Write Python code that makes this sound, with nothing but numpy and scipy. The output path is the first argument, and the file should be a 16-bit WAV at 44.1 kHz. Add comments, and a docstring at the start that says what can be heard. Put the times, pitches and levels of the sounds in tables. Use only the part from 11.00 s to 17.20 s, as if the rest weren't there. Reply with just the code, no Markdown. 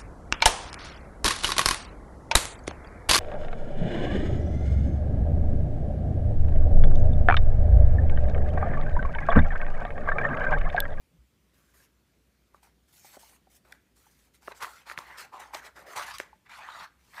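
"""Paper tube in the hands

A rolled paper tube with paper sticks pushed through it is turned and handled in a quiet room.
Fingers slide over the sheet with a soft hiss made of dense tiny clicks. A stick scrapes in its hole: slips
shake the tube's wall, stir the air inside and pop small buckles. Creases snap as short rings falling in
pitch, with a crack and a hollow boom. Low knocks, mains hum and room tone lie under it."""
import sys
import numpy as np
from scipy import signal
from scipy.io import wavfile
from scipy.ndimage import uniform_filter1d

SR = 44100
rng = np.random.default_rng(int(sys.argv[2]) if len(sys.argv) > 2 else 0)


def store_wav(level_fs):
    """Save 16-bit WAV to argv[1]."""
    pcm = np.round(np.clip(np.atleast_2d(level_fs), -1, 1) * 32767)
    wavfile.write(sys.argv[1], SR, pcm.T.astype(np.int16))


def gain_from_db(level_db):
    """Turn a decibel level (scalar or array-like) into a linear amplitude factor."""
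    decades = np.asarray(level_db, float) / 20
    return 10 ** decades


N = 273420

# How the tube is gripped: (time [s], boom of the air inside relative to the wall [dB],
# tightness of the roll [factor on the wall's pitch], tilt of the hiss [dB per octave],
# popping buckles relative to the wall [dB])
GRIP_OVER_TIME = [(0, 6, 1.6, 4, -18), (1.9, -33, 0.87, 1.5, -23), (2.55, -5, 0.87, 2, -11),
                  (3.1, -9.5, 1.18, 3, -25), (3.6, -14, 0.98, -1, -17), (3.9, -16.5, 1.08, -0.8, -11),
                  (4.6, -13.5, 1, -2.5, -27), (4.9, -7, 0.84, -1.5, -30), (5.1, -25.5, 1.176, -3, -11),
                  (5.62, -37, 0.99, -4, -17), (5.8, -20.5, 1.01, -3, -9.5), (6.2, -57, 1.02, -0.5, -19)]
# Colour of the rubbed sheet: (frequency [Hz], relative density [dB per Hz])
SHEET_SPECTRUM = [(900, -29), (2000, 9), (2800, 4), (6500, 4.5), (10400, 0.5), (12000, 1.5), (15400, -4)]
# Resonances of the air column in the tube: (frequency [Hz], width [Hz], level [dB])
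AIR_MODES = [(411, 128, -6.5), (573, 139, -1.5)]

WALL_FALL_DB_PER_S, HISS_FALL_DB_PER_S = 391, 583  # how a stroke lets go


def evened(x):
    """Scales to rms 1."""
    return x / np.sqrt(np.mean(x ** 2) + 1e-20)


def curve(rows, column):
    """One column of a table over time, at every sample."""
    rows = np.array(rows)
    return np.interp(np.arange(N) / SR, rows[:, 0], rows[:, column])


def spectrum_db(points, hz):
    """Reads a spectrum on a log-frequency axis."""
    point_hz, db = np.transpose(points)
    return np.interp(np.log(hz), np.log(point_hz), db)


def coloured(x, points):
    """Causal minimum-phase filter with the given spectrum."""
    hz = abs(np.fft.fftfreq(4096, 1 / SR))
    log_gain = np.log(gain_from_db(spectrum_db(points, hz + 1)))
    # the Hilbert transform of the log gain gives the minimum phase
    response = np.exp(np.conj(signal.hilbert(log_gain)))
    taps = np.fft.ifft(response).real[:2048]
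    return signal.oaconvolve(x, taps)[:len(x)]


def resonate(x, hz, width):
    """Shifts hz down to zero, smooths, and shifts back: a resonance of gain 1."""
    turn = np.exp(2j * np.pi * np.cumsum(hz * np.ones(len(x))) / SR)
    r = np.exp(-np.pi * width / SR)
    smoothed = signal.lfilter([1 - r], [1, -r], x / turn)
    return 2 * (turn * smoothed).real


def struck(modes, t):
    """What a set of modes does after one blow: decaying sines."""
    return sum(gain_from_db(db) * np.exp(-np.pi * width * t) * np.sin(2 * np.pi * hz * t)
               for hz, width, db in modes)


def above(x, hz):
    """High-pass."""
    return signal.sosfilt(signal.butter(3, hz, "high", fs=SR, output="sos"), x)


def slips(per_s, spread_db, clump_db, clump_s):
    """Tiny stick-slip clicks of uneven size in clumps that start at once and die away."""
    size = gain_from_db(spread_db * np.minimum(rng.exponential(1, N), 4)) * rng.choice([-1., 1.], N)
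    size *= rng.random(N) < per_s / SR
    catches = rng.exponential(1, N) * (rng.random(N) < 1 / (clump_s * SR))
    clumps = signal.lfilter([1], [1, -np.exp(-1 / (clump_s * SR))], catches)
    return evened(size * gain_from_db(clump_db * np.minimum(clumps, 4)))


def add(mix, s, sound):
    """Mixes a sound in at a time in seconds."""
    part = mix[round(s * SR):][:len(sound)]
    part += sound[:len(part)]


def bending(x, colour_db, patchy_db):
    """Resonances move, and come and go in patches of time and pitch, as when the sheet bends in the hand."""
    hz, t, z = signal.stft(x, SR, nperseg=256, noverlap=192)
    patches = rng.standard_normal(z.shape[::-1]).T
    patches = uniform_filter1d(patches, size=2, axis=0)
    patches = evened(uniform_filter1d(patches, size=40, axis=1))
    gain = gain_from_db(colour_db(hz[:, None] + 1, t) + patchy_db * patches)
    gain = gain / np.sqrt((gain ** 2).mean(0))  # the colour changes, the force does not
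    return evened(signal.istft(z * gain, nperseg=256, noverlap=192)[1][:N])


def room_tone():
    """Hiss and rumble that drift a little in colour, with a wavering mains hum."""
    # Colour of the quiet room: (frequency [Hz], relative density [dB per Hz])
    tone_spectrum = [(40, -13), (71, -2.5), (190, -1), (392, -6.5), (770, -16.5), (2320, -17.5),
                     (11800, -26.5), (14800, -25), (16000, -57)]
    # Mains hum: (frequency [Hz], rms of the steady part [dB], waver relative to the steady part [ratio])
    hum_partials = [(60, -72.5, 0.96)]
    tone_db = -70
    tone_noise, hum_noise = rng.standard_normal((2, N))
    hum = np.zeros(N)
    for hz, db, waver in hum_partials:
        steady = evened(np.sin(2 * np.pi * hz * np.arange(N) / SR))
        hum += gain_from_db(db) * (steady + waver * evened(resonate(hum_noise, hz, 6)))
    tone = bending(coloured(tone_noise, tone_spectrum), lambda hz, t: 0, 1.94)
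    return gain_from_db(tone_db) * tone + hum


def knocks():
    """Soft knocks carried through the floor or the seat: low damped swings with a soft start."""
    # (time [s], level before the soft start [dB], frequency [Hz], 60 dB decay time [s])
    knock_table = [(0.137, -56, 166, 0.26), (0.186, -48.5, 60, 0.23), (2.169, -53, 255, 0.047),
                   (3.628, -43.5, 70, 0.042), (3.978, -40, 143, 0.033), (4.963, -52.5, 118, 0.12),
                   (5.813, -52.5, 180, 0.095)]
    out, t = np.zeros(N), np.arange(SR // 2) / SR
    soft_start = 1 - np.exp(-t / 0.0016)
    for s, db, hz, t60 in knock_table:
        add(out, s, gain_from_db(db - 60 * t / t60) * np.sin(2 * np.pi * hz * t) * soft_start)
    return out


def strokes(column, follow, fall_db_per_s):
    """Gain of one layer: every stroke rises, holds under a drifting pressure and falls; the powers add."""
    # Strokes of the hands on the tube: (start [s], length [s], chatter of the wall [dB],
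    # hiss of the sheet's surface [dB], change of pressure along the stroke [dB])
    stroke_table = [(0.54, 0.18, -74, -72.5, -1), (0.741, 0.11, -68, -64.5, 0),
                    (1.54, 0.036, -71, -75, 0.5), (1.633, 0.06, -61.5, -61, -8.5),
                    (1.884, 0.045, -77, -67.5, -2), (1.93, 0.14, -74, -60.5, 0),
                    (2.049, 0.067, -65.5, -57, 0), (2.132, 0.024, -59.5, -56, 1),
                    (2.194, 0.17, -67.5, -55.5, -4.5), (2.501, 0.067, -80, -70.5, 6.5),
                    (2.651, 0.1, -65.5, -73.5, 2.5), (2.963, 0.31, -74.5, -66, -2.5),
                    (3.342, 0.01, -77, -64, 3), (3.421, 0.083, -66.5, -67, 6),
                    (3.52, 0.014, -42.5, -56, -13), (3.55, 0.038, -69, -63, 2), (3.608, 0.019, -43, -55, 6),
                    (3.629, 0.041, -41, -41, -5.5), (3.692, 0.13, -55, -55.5, -5.5),
                    (3.869, 0.054, -47, -57, 2), (3.98, 0.085, -47, -52.5, -9),
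                    (4.072, 0.11, -49, -62, -1.5), (4.184, 0.066, -44.5, -44.5, -6.5),
                    (4.333, 0.047, -44, -60.5, -3), (4.401, 0.16, -45, -52.5, -17),
                    (4.541, 0.049, -42, -43.5, -6), (4.62, 0.046, -54, -62, 8),
                    (4.763, 0.14, -49.5, -56.5, -14), (4.867, 0.068, -50.5, -57.5, 3),
                    (4.964, 0.08, -35, -39, -5.5), (5.066, 0.046, -42.5, -48.5, 0),
                    (5.141, 0.014, -46, -47, 1), (5.199, 0.13, -48.5, -45, -28.5),
                    (5.464, 0.012, -55.5, -72, -6), (5.497, 0.092, -50.5, -60, 3),
                    (5.609, 0.23, -47.5, -62, 3.5), (5.994, 0.23, -79.5, -78.5, 16.5),
                    (6.137, 0.059, -53, -83, 14)]
    rise_db_per_s = 1598
    rows, t = np.array(stroke_table), np.arange(0, N + 64, 64) / SR
    start, length, level_db, drift_db = rows[:, [0, 1, column, -1]].T[..., None]
    since = t - start
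    db = level_db + follow * drift_db * np.clip(since / length, 0, 1)
    db = db + rise_db_per_s * np.minimum(since, 0)
    db = db - fall_db_per_s * np.maximum(since - length, 0)
    return np.interp(np.arange(N) / SR, t, np.sqrt((gain_from_db(db) ** 2).sum(0)))


def slide():
    """Skin catches the paper's fibres thousands of times a second."""
    hiss_per_pressure = 1.71  # the hiss follows the pressure more steeply than the wall
    s, _, _, tilt, _ = np.transpose(GRIP_OVER_TIME)

    def colour_db(hz, t):
        return spectrum_db(SHEET_SPECTRUM, hz) + np.interp(t, s, tilt) * np.log2(hz)

    fibres = slips(10000, 2.5, 1.3, 0.008)
    return strokes(3, hiss_per_pressure, HISS_FALL_DB_PER_S) * bending(fibres, colour_db, 3.53)


def scrape():
    """Slips of a stick in its hole shake the wall and stir the air inside."""
    # Colour of the wall at tightness 1: (frequency [Hz], relative density [dB per Hz])
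    wall_spectrum = [(350, -60), (600, -15.5), (800, 8.5), (1100, 5.5), (1500, 3.5), (2200, -1),
                     (2900, -10.5), (4300, -21.5), (9000, -45)]
    s, _, tight, _, _ = np.transpose(GRIP_OVER_TIME)

    def colour_db(hz, t):
        return spectrum_db(wall_spectrum, hz / np.interp(t, s, tight))

    drive = slips(4000, 2.8, 1.5, 0.004)
    wall = bending(drive, colour_db, 4.15)
    stirred = signal.oaconvolve(drive, struck(AIR_MODES, np.arange(2000) / SR))[:N]
    air = evened(above(stirred, 337))
    return strokes(2, 1, WALL_FALL_DB_PER_S) * (wall + gain_from_db(curve(GRIP_OVER_TIME, 1)) * air)


def ticks():
    """Small buckles of the sheet pop in quick succession while the wall is worked."""
    # Ring of a popping buckle: (frequency [Hz], width of each of two passes [Hz], level [dB])
    buckle_modes = [(3910, 1600, 0)]
    pops = slips(1900, 3.0, 1.5, 0.012)
    bright = sum(gain_from_db(db) * resonate(resonate(pops, hz, width), hz, width)
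                 for hz, width, db in buckle_modes)
    gain = gain_from_db(curve(GRIP_OVER_TIME, 4)) * strokes(2, 1, WALL_FALL_DB_PER_S)
    return gain * bending(bright, lambda hz, t: 0, 7.0)


def snaps():
    """A crease lets go: a few cycles falling in pitch, a shudder of the wall, a bright crack and a hollow boom."""
    # Snapping creases: (time [s], peak of the ring [dB], pitch it settles towards [Hz],
    # crack relative to the ring [dB], hollow boom relative to the ring [dB])
    snap_table = [(1.545, -44.5, 1167, -7, 2.5), (2.046, -47.5, 780, -17, 7),
                  (2.169, -45.5, 727, -27, 15.5), (2.231, -47.5, 890, -22, -25),
                  (2.470, -55, 764, -25, 8.5), (2.7228, -42, 3400, 11, -30), (2.7253, -35, 1490, -25, -40),
                  (3.065, -51.5, 845, -21, -14), (3.476, -34.5, 1640, -28, 3), (3.4804, -27, 1094, -19, 5),
                  (3.625, -31.5, 1680, 12.5, -26), (3.634, -26.5, 1190, 2, -17),
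                  (3.6457, -23.5, 1065, -37, -32), (3.679, -42, 1270, -20, -24),
                  (3.899, -25.5, 1480, -28, -25), (3.914, -27, 1230, -21, -9), (3.919, -35, 1720, -19, -12),
                  (3.9763, -22.5, 1510, -25, -12), (3.9879, -27.5, 1040, 6, -6.5),
                  (4.342, -40.5, 760, -5, 8), (4.5355, -31.5, 870, -30, -23),
                  (4.5464, -29.5, 1010, 10.5, -12), (4.5496, -29, 810, 13, 3), (4.9646, -36, 1980, 10, -10),
                  (5.1841, -38.5, 1810, 21.5, -42), (5.2005, -18, 1234, -4, -3.5),
                  (5.329, -44.5, 860, -25, -15), (5.6876, -30.5, 910, -24, -34)]
    # at the reference level a crease takes 28 cycles to decay by 60 dB; a harder snap is drier
    ring_cycles, reference_db, halved_per_db = 28, -42.5, 9.5
    # low-pass of the crack at the reference level; halved for each so many dB of a harder snap
    crack_hz, crack_halved_per_db = 14000, 4.6
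    out, t = np.zeros(N), np.arange(3000) / SR
    noises = rng.standard_normal((len(snap_table), len(t)))
    hollow = struck(AIR_MODES, t) * (1 - np.exp(-t / 0.0015))
    for (s, db, hz, crack_db, boom_db), noise in zip(snap_table, noises):
        hard = 2 ** ((db - reference_db) / halved_per_db)
        t60 = np.clip(ring_cycles / hz / hard, 0.004, 0.035)
        sag = 1 + 0.2 * hard * np.exp(-t / 0.0009)  # the stiff crease slackens
        fade = gain_from_db(-60 * t / t60) * (1 - np.exp(-t / 0.0005)) ** 2
        ring = np.sin(2 * np.pi * np.cumsum(hz * sag) / SR)
        shudder = evened(resonate(resonate(noise, hz, hz / 2), hz, hz))
        body = fade * (ring + 0.35 * shudder)
        body = body / abs(body).max()
        top_hz = np.clip(crack_hz * 2 ** ((reference_db - db) / crack_halved_per_db), 2000, 20000)
        low_pass = signal.butter(1, top_hz, fs=SR, output="sos")
        dulled = signal.sosfilt(low_pass, coloured(noise, SHEET_SPECTRUM))
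        crack = evened(dulled) * (1 - np.exp(-t / 0.0006)) * np.exp(-t / 0.0011) / 2
        add(out, s, gain_from_db(db) * (body + gain_from_db(crack_db) * crack + gain_from_db(boom_db) * hollow))
    return above(-out, 227)  # the first swing goes negative


def room(x):
    """Sparse reflections of random sign, dying away and duller than the direct sound."""
    t60 = 0.44  # seconds
    slots = np.arange(200, SR // 2, 20)
    at = slots + rng.integers(0, 20, len(slots))
    taps = np.zeros(SR // 2 + 20)
    taps[at] = rng.choice([-1., 1.], len(at)) * gain_from_db(-60 * at / SR / t60)
    taps = signal.lfilter([1], [1, -0.5], taps)
    return signal.oaconvolve(x, taps / np.linalg.norm(taps))[:N]


def scene():
    """Paper close to the microphone, a little room behind it."""
    room_db = -20.5
    paper = slide() + scrape() + ticks() + snaps()
    mix = paper + gain_from_db(room_db) * room(paper) + knocks() + room_tone()
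    return mix[None]


def top_cut(x):
    """Nothing passes above the cut-off."""
    return signal.sosfilt(signal.butter(12, 16290, fs=SR, output="sos"), x)


def record(dry):
    """The microphone drops the deepest bass; then a steep low-pass limits the band."""
    edge_hz = 15550
    cut = above(dry, 50)
    cut = signal.oaconvolve(cut, signal.firwin(255, edge_hz, fs=SR)[None], "same")
    return top_cut(cut)


dry = scene()
out = record(dry)
store_wav(out)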